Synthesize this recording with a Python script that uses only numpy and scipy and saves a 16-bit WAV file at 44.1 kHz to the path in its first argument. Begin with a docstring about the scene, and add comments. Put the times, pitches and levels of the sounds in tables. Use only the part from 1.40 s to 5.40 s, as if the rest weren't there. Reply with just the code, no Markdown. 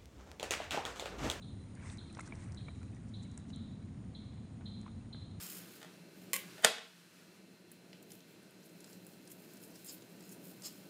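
"""A wild pig feeds in a shallow swamp, lifting its snout, smacking wetly and rooting among bubbles.
Each smack is a splat of noise and a ringing air pocket; under the strongest, the hollow mouth knocks.
Water streams off the snout as clouds of tiny ringing bubbles, and drops tick on the surface.
A small bird chips about twice a second, a trilled whistle that echoes among the trees.
A far low rumble and a faint hiss lie under it all."""
import sys
import numpy as np
from scipy import signal
from scipy.fft import rfft, irfft
from scipy.io import wavfile
from scipy.ndimage import uniform_filter1d

SR = 44100
rng = np.random.default_rng(int(sys.argv[2]) if len(sys.argv) > 2 else 0)


def to_wav(sig):
    """Store sig (one row per channel, or 1-D mono) as 16-bit WAV at the path in sys.argv[1].

    Samples outside -1..1 are clipped; the rate is SR.
    """
    pcm = np.clip(np.atleast_2d(sig), -1, 1) * 32767
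    pcm = np.round(pcm).astype(np.int16)
    wavfile.write(sys.argv[1], SR, pcm.T)  # frames by channels


N = 176400
TIME = np.arange(N) / SR
EVENT_TIME = TIME[:SR // 6]  # time axis of one short sound
SMACK_ATTACK_S = 0.00076


def from_db(db):
    """Decibels to gain."""
    return 10 ** (np.asarray(db) / 20)


def rms_one(x):
    """Scale to unit power."""
    return x / np.sqrt(np.mean(x ** 2) + 1e-20)


def level(curve):
    """A fader ride through (t/s, level/dB) points."""
    return from_db(np.interp(TIME, *np.transpose(curve)))


def colour(spectrum, hz):
    """Gain at hz of an EQ curve through (f/Hz, level/dB) points."""
    points, db = np.transpose(spectrum)
    return from_db(np.interp(np.log(hz), np.log(points), db))


def coloured_noise(spectrum, size=N):
    """Steady noise of unit power that falls away steeply outside its EQ curve."""
    hz = np.maximum(np.fft.rfftfreq(size, 1 / SR), 1)
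    skirts = np.minimum(1, np.minimum(hz / spectrum[0][0], spectrum[-1][0] / hz)) ** 24
    white = rfft(rng.standard_normal(size))
    return rms_one(irfft(white * colour(spectrum, hz) * skirts, size))


def burst(spectrum):
    """A short stretch of coloured noise."""
    return coloured_noise(spectrum, size=len(EVENT_TIME))


def wobble(samples):
    """A short random modulator: noise smoothed over some samples, at unit power."""
    return rms_one(uniform_filter1d(rng.standard_normal(len(EVENT_TIME)), size=samples))


def envelope(attack_s, t60_s, hold_s=0):
    """Rise, hold, then die away by 60 dB every t60_s."""
    rise = np.minimum(EVENT_TIME / attack_s, 1)
    return rise * from_db(-60 * np.maximum(EVENT_TIME - attack_s - hold_s, 0) / t60_s)


def add(out, s, sound):
    """Mix a sound in at time s."""
    start = max(int(s * SR), 0)
    out[start:start + len(sound)] += sound[:N - start]


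def background():
    """The ambience bed: far rumble with a drone in it, faint hiss and a thin, insect-like sizzle."""
    # EQ curve of each noise layer: f/Hz, relative level/dB
    rumble_eq = [(16, -22.5), (48, -14), (80, -3), (97, 1.5), (135, -5), (200, -11.5), (330, -18),
                 (560, -31.5)]
    drone_eq = [(150, -8.5), (205, -1.5), (260, -6.5), (330, -25.5)]
    hiss_eq = [(450, 5), (690, 8.5), (850, 4.5), (1100, 2), (1700, -3), (2200, -4.5), (2900, -6.5),
               (4000, -8), (4700, -10.5), (6200, -13), (6850, -6), (7500, -15), (9300, -10), (9750, -28.5)]
    sizzle_eq = [(8700, -13), (9100, -3.5), (9550, -12)]
    # fader of each layer: t/s, level/dB
    rumble_fader = [(0, -48), (0.85, -49.5), (1.0, -46.5), (1.6, -49), (2.6, -48.5), (4, -49)]
    drone_fader = [(0.2, -56), (0.55, -58), (1.3, -53.5), (2.3, -49.5), (3.0, -54.5), (3.4, -50),
                   (4, -56.5)]
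    hiss_fader = [(1.2, -67.5), (2.3, -67.5)]
    sizzle_fader = [(0, -77), (1.3, -79.5), (2.2, -85), (4, -81.5)]
    rumble = level(rumble_fader) * coloured_noise(rumble_eq)
    drone = level(drone_fader) * coloured_noise(drone_eq)
    hiss = level(hiss_fader) * coloured_noise(hiss_eq)
    sizzle = level(sizzle_fader) * coloured_noise(sizzle_eq)
    return rumble + drone + hiss + sizzle


def forest(x, build_s=0.018, t60_s=0.93):
    """Echoes scattered back by many trunks blur into a reverb tail."""
    t = TIME[:SR]
    echoes = rng.standard_normal(SR) * (1 - np.exp(-t / build_s)) * from_db(-60 * t / t60_s)
    return signal.fftconvolve(x, echoes / np.linalg.norm(echoes))[:N]


def bird():
    """Each chip is a short, fast-trilled, unsteady whistle over a lower rasp, followed by its echoes."""
    # chips: t/s, level/dB, f/Hz
    chips = [(0.019, -54.5, 4026), (0.58, -52.5, 4040), (1.170, -53, 3980), (1.736, -53, 3940),
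             (2.129, -53, 3930), (2.746, -51, 4046), (3.255, -49, 4068), (3.725, -49, 4080)]
    # EQ curve of the rasp: f/Hz, relative level/dB
    rasp_eq = [(3150, -8.5), (3500, -4), (3850, -2.5), (4200, -2.5)]
    trill_hz, trill_depth_hz, jitter_hz = 322.4, 126, 40
    attack_s, rasp_db, echo_db = 0.0054, -10, -0.5
    trill = np.sin(2 * np.pi * trill_hz * EVENT_TIME)
    throb = 1 - 0.36 * trill  # the whistle swells at the bottom of each trill
    out = np.zeros(N)
    for s, db, hz in chips:
        pitch = hz + trill_depth_hz * trill + jitter_hz * wobble(samples=90)
        whistle = np.sin(2 * np.pi * np.cumsum(pitch) / SR)
        whistle *= throb * envelope(attack_s, t60_s=0.019, hold_s=0.0076)
        rasp = burst(rasp_eq) * envelope(attack_s, t60_s=0.11, hold_s=0.024)
        chip = whistle + from_db(rasp_db) * rasp
        add(out, s, from_db(db) * chip)
        add(out, s, from_db(db + echo_db) * forest(chip))
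    return out


def bubble_cloud(flow, spectrum, peak_per_s, spread_db, cycles, pitches):
    """Tiny bubbles ring down 60 dB over some cycles; more flow makes more and louder ones."""
    strengths = from_db(spread_db * np.minimum(rng.exponential(1, N), 4)) * rng.choice([-1, 1], N)
    rate = peak_per_s * flow / flow.max()
    clicks = strengths * (rng.random(N) < rate / SR) / np.sqrt(rate)
    pitch_index = rng.integers(0, pitches, N)
    out = np.zeros(N)
    for k, hz in enumerate(np.geomspace(spectrum[0][0], spectrum[-1][0], pitches)):
        decay = np.exp(-np.log(1000) * hz / (cycles * SR))
        resonator = [1, -2 * decay * np.cos(2 * np.pi * hz / SR), decay * decay]
        ring = signal.lfilter([1, 0, -1], resonator, clicks * (pitch_index == k) + 1e-18)
        out += colour(spectrum, hz) * np.sqrt(1 - decay) * ring
    return flow * rms_one(out)


def trickle():
    """Water streams off the snout into the swamp: gurgling bubbles, fine spray and stray droplets."""
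    # flow of each layer: t/s, level/dB
    gurgle_flow = [(0, -81), (0.33, -75), (0.45, -58.5), (0.51, -60.5), (0.58, -69.5), (0.74, -73.5),
                   (0.83, -63.5), (1.10, -66), (1.25, -75), (3.2, -77), (4, -79.5)]
    spray_flow = [(0, -83), (0.385, -82), (0.425, -69), (0.47, -63), (0.53, -60), (0.59, -80.5),
                  (0.87, -68.5), (0.92, -79), (1.03, -65), (1.10, -77), (2.0, -83), (2.25, -91.5)]
    dribble_flow = [(0.2, -83), (0.7, -74), (1.1, -71), (1.3, -77), (2.2, -82.5), (2.6, -87)]
    # EQ curve of each layer: f/Hz, relative level/dB
    gurgle_eq = [(500, -6), (900, 1.5), (1500, 1), (2100, 6.5), (2600, -2), (3100, -12.5)]
    spray_eq = [(3500, -7.5), (5100, -6.5), (5900, -1.5), (7700, 0), (8800, 4.5), (9600, -4)]
    dribble_eq = [(1100, -6), (2300, 1), (3600, -11.5), (6000, -4.5), (9000, -3.5)]
    gurgle = bubble_cloud(level(gurgle_flow), gurgle_eq,
                          peak_per_s=4500, spread_db=0, cycles=27.5, pitches=30)
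    spray = bubble_cloud(level(spray_flow), spray_eq,
                         peak_per_s=10000, spread_db=1, cycles=43, pitches=20)
    dribble = bubble_cloud(level(dribble_flow), dribble_eq,
                           peak_per_s=200, spread_db=3, cycles=80, pitches=16)
    return gurgle + spray + dribble


def slosh(peak_s=0.834, spread_s=0.22, peak_db=-58.5, band_hz=(276, 357)):
    """One deep swell of water as the snout leaves the swamp."""
    swell = np.exp(-((TIME - peak_s) / spread_s) ** 2)
    return from_db(peak_db) * swell * coloured_noise([(hz, 0) for hz in band_hz])


def drop_hiss(hz, edge_ratio, edge_db=-10.5):
    """The hiss of a breaking drop, a noise band centred on hz."""
    return burst([(hz / edge_ratio, edge_db), (hz, 0), (hz * edge_ratio, edge_db)])


def drops():
    """Single drops hit the surface with bright ticks."""
    # drop hits: t/s, level/dB, f/Hz
    hits = [(0.351, -57.5, 6700), (0.5, -52, 3680), (0.573, -54.5, 6800), (0.727, -52.5, 8050),
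            (0.749, -47, 5340), (0.778, -57, 7000), (0.795, -50.5, 7860), (0.805, -49, 5600),
            (0.81, -47.5, 9060), (0.876, -55, 7050), (0.954, -57.5, 5800), (1.121, -54.5, 6550),
            (1.146, -56.5, 6600), (1.359, -64, 6950), (1.43, -58, 6900), (1.547, -61, 6000),
            (1.915, -58, 6540), (1.976, -45, 7960), (2.102, -56.5, 4400), (2.16, -54, 9200),
            (3.414, -60.5, 7200)]
    out = np.zeros(N)
    for s, db, hz in hits:
        tick = drop_hiss(hz, edge_ratio=1.65) * envelope(attack_s=0.00044, t60_s=0.013)
        add(out, s, from_db(db) * tick)
    return out


def spatters(flutter_db=0.5):
    """Many tiny drops land together in soft puffs of hiss that swell and fade."""
    # spatters: peak t/s, spread/s, level/dB, f/Hz
    puffs = [(0.867, .011, -60.5, 6100), (1.69, 0.0099, -68.5, 5800), (1.833, 0.01, -64, 7400),
             (1.995, 0.014, -71, 7660), (2.097, 0.014, -67.5, 6040)]
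    middle_s = EVENT_TIME.mean()
    out = np.zeros(N)
    for s, spread_s, db, hz in puffs:
        gain = from_db(db - flutter_db * wobble(samples=70))
        swell = np.exp(-((EVENT_TIME - middle_s) / spread_s) ** 2)
        add(out, s - middle_s, gain * swell * drop_hiss(hz, edge_ratio=2))
    return out


def mouth_knocks():
    """The hollow of the mouth rings briefly as it snaps open, giving body to the strongest smacks."""
    # mouth resonances: f/Hz, relative level/dB, t60/s
    modes = [(450, -2.5, 0.045), (662, 0, 0.078), (1160, -5, .022)]
    # knocks: t/s, level/dB
    knocks = [(0.7883, -58.5), (0.9227, -51.5), (1.2836, -53)]
    ring = sum(from_db(db) * np.sin(2 * np.pi * hz * EVENT_TIME) * envelope(SMACK_ATTACK_S, t60_s)
               for hz, db, t60_s in modes)
    out = np.zeros(N)
    for s, db in knocks:
        add(out, s, from_db(db) * ring)
    return out


def smacks(pitch_rise_per_s=1.7):
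    """A wet splat sets off an air pocket, whose ring swells and rises slightly in pitch."""
    # plops and smacks of the mouth: t/s, level/dB, f/Hz, splat level relative to the ring/dB
    plops = [(0.372, -55, 1550, -13), (0.425, -57, 1570, -3), (0.434, -53.5, 2300, -4),
             (0.456, -50, 2070, -17), (0.472, -52.5, 2060, -7), (0.496, -52.5, 2490, -13),
             (0.612, -58, 1520, -4), (0.749, -56, 1900, -5), (0.770, -63, 890, 13.5),
             (0.788, -43, 1040, -7), (0.793, -41, 1306, -4), (0.805, -44, 2115, -9.5),
             (0.874, -52, 1550, -2.5), (0.9225, -41, 2293, -11.5), (1.283, -44, 2300, -4),
             (1.415, -56.5, 1390, -9), (1.429, -61.5, 2440, 3.5), (1.975, -60, 1700, 3),
             (2.101, -58, 2920, 0), (3.209, -57.5, 1450, 0), (3.218, -58.5, 750, -0.5),
             (3.462, -44.5, 1024, -11.5), (3.478, -53.5, 1240, -2.5), (3.61, -63, 2630, -16),
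             (3.745, -54, 1590, -1.5)]
    # EQ curve of the splat: f/Hz, relative level/dB
    splat_eq = [(400, 4), (650, 0.5), (900, 5.5), (1200, 2.5), (1700, -1.5), (2400, -2), (3100, -13.5),
                (4000, -10)]
    out = np.zeros(N)
    for s, db, hz, splat_db in plops:
        phase = 2 * np.pi * hz * EVENT_TIME * (1 + pitch_rise_per_s * EVENT_TIME / 2)
        ring = np.sin(phase) * envelope(attack_s=0.0025, t60_s=0.021)
        splat = from_db(splat_db) * burst(splat_eq) * envelope(SMACK_ATTACK_S, t60_s=0.03)
        add(out, s, from_db(db) * (ring + splat))
    return out


def scene():
    """The mono mix: pig and water up front with a light forest echo, bird and ambience behind."""
    echo_db = -20.5
    pig = smacks() + mouth_knocks() + drops() + spatters() + trickle() + slosh()
    return (pig + from_db(echo_db) * forest(pig) + bird() + background())[None]


def record(dry):
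    """A steep low-pass takes off the top."""
    cutoff_hz = 10100
    return signal.sosfilt(signal.ellip(10, .1, 70, cutoff_hz, fs=SR, output="sos"), dry)


dry = scene()
out = record(dry)
to_wav(out)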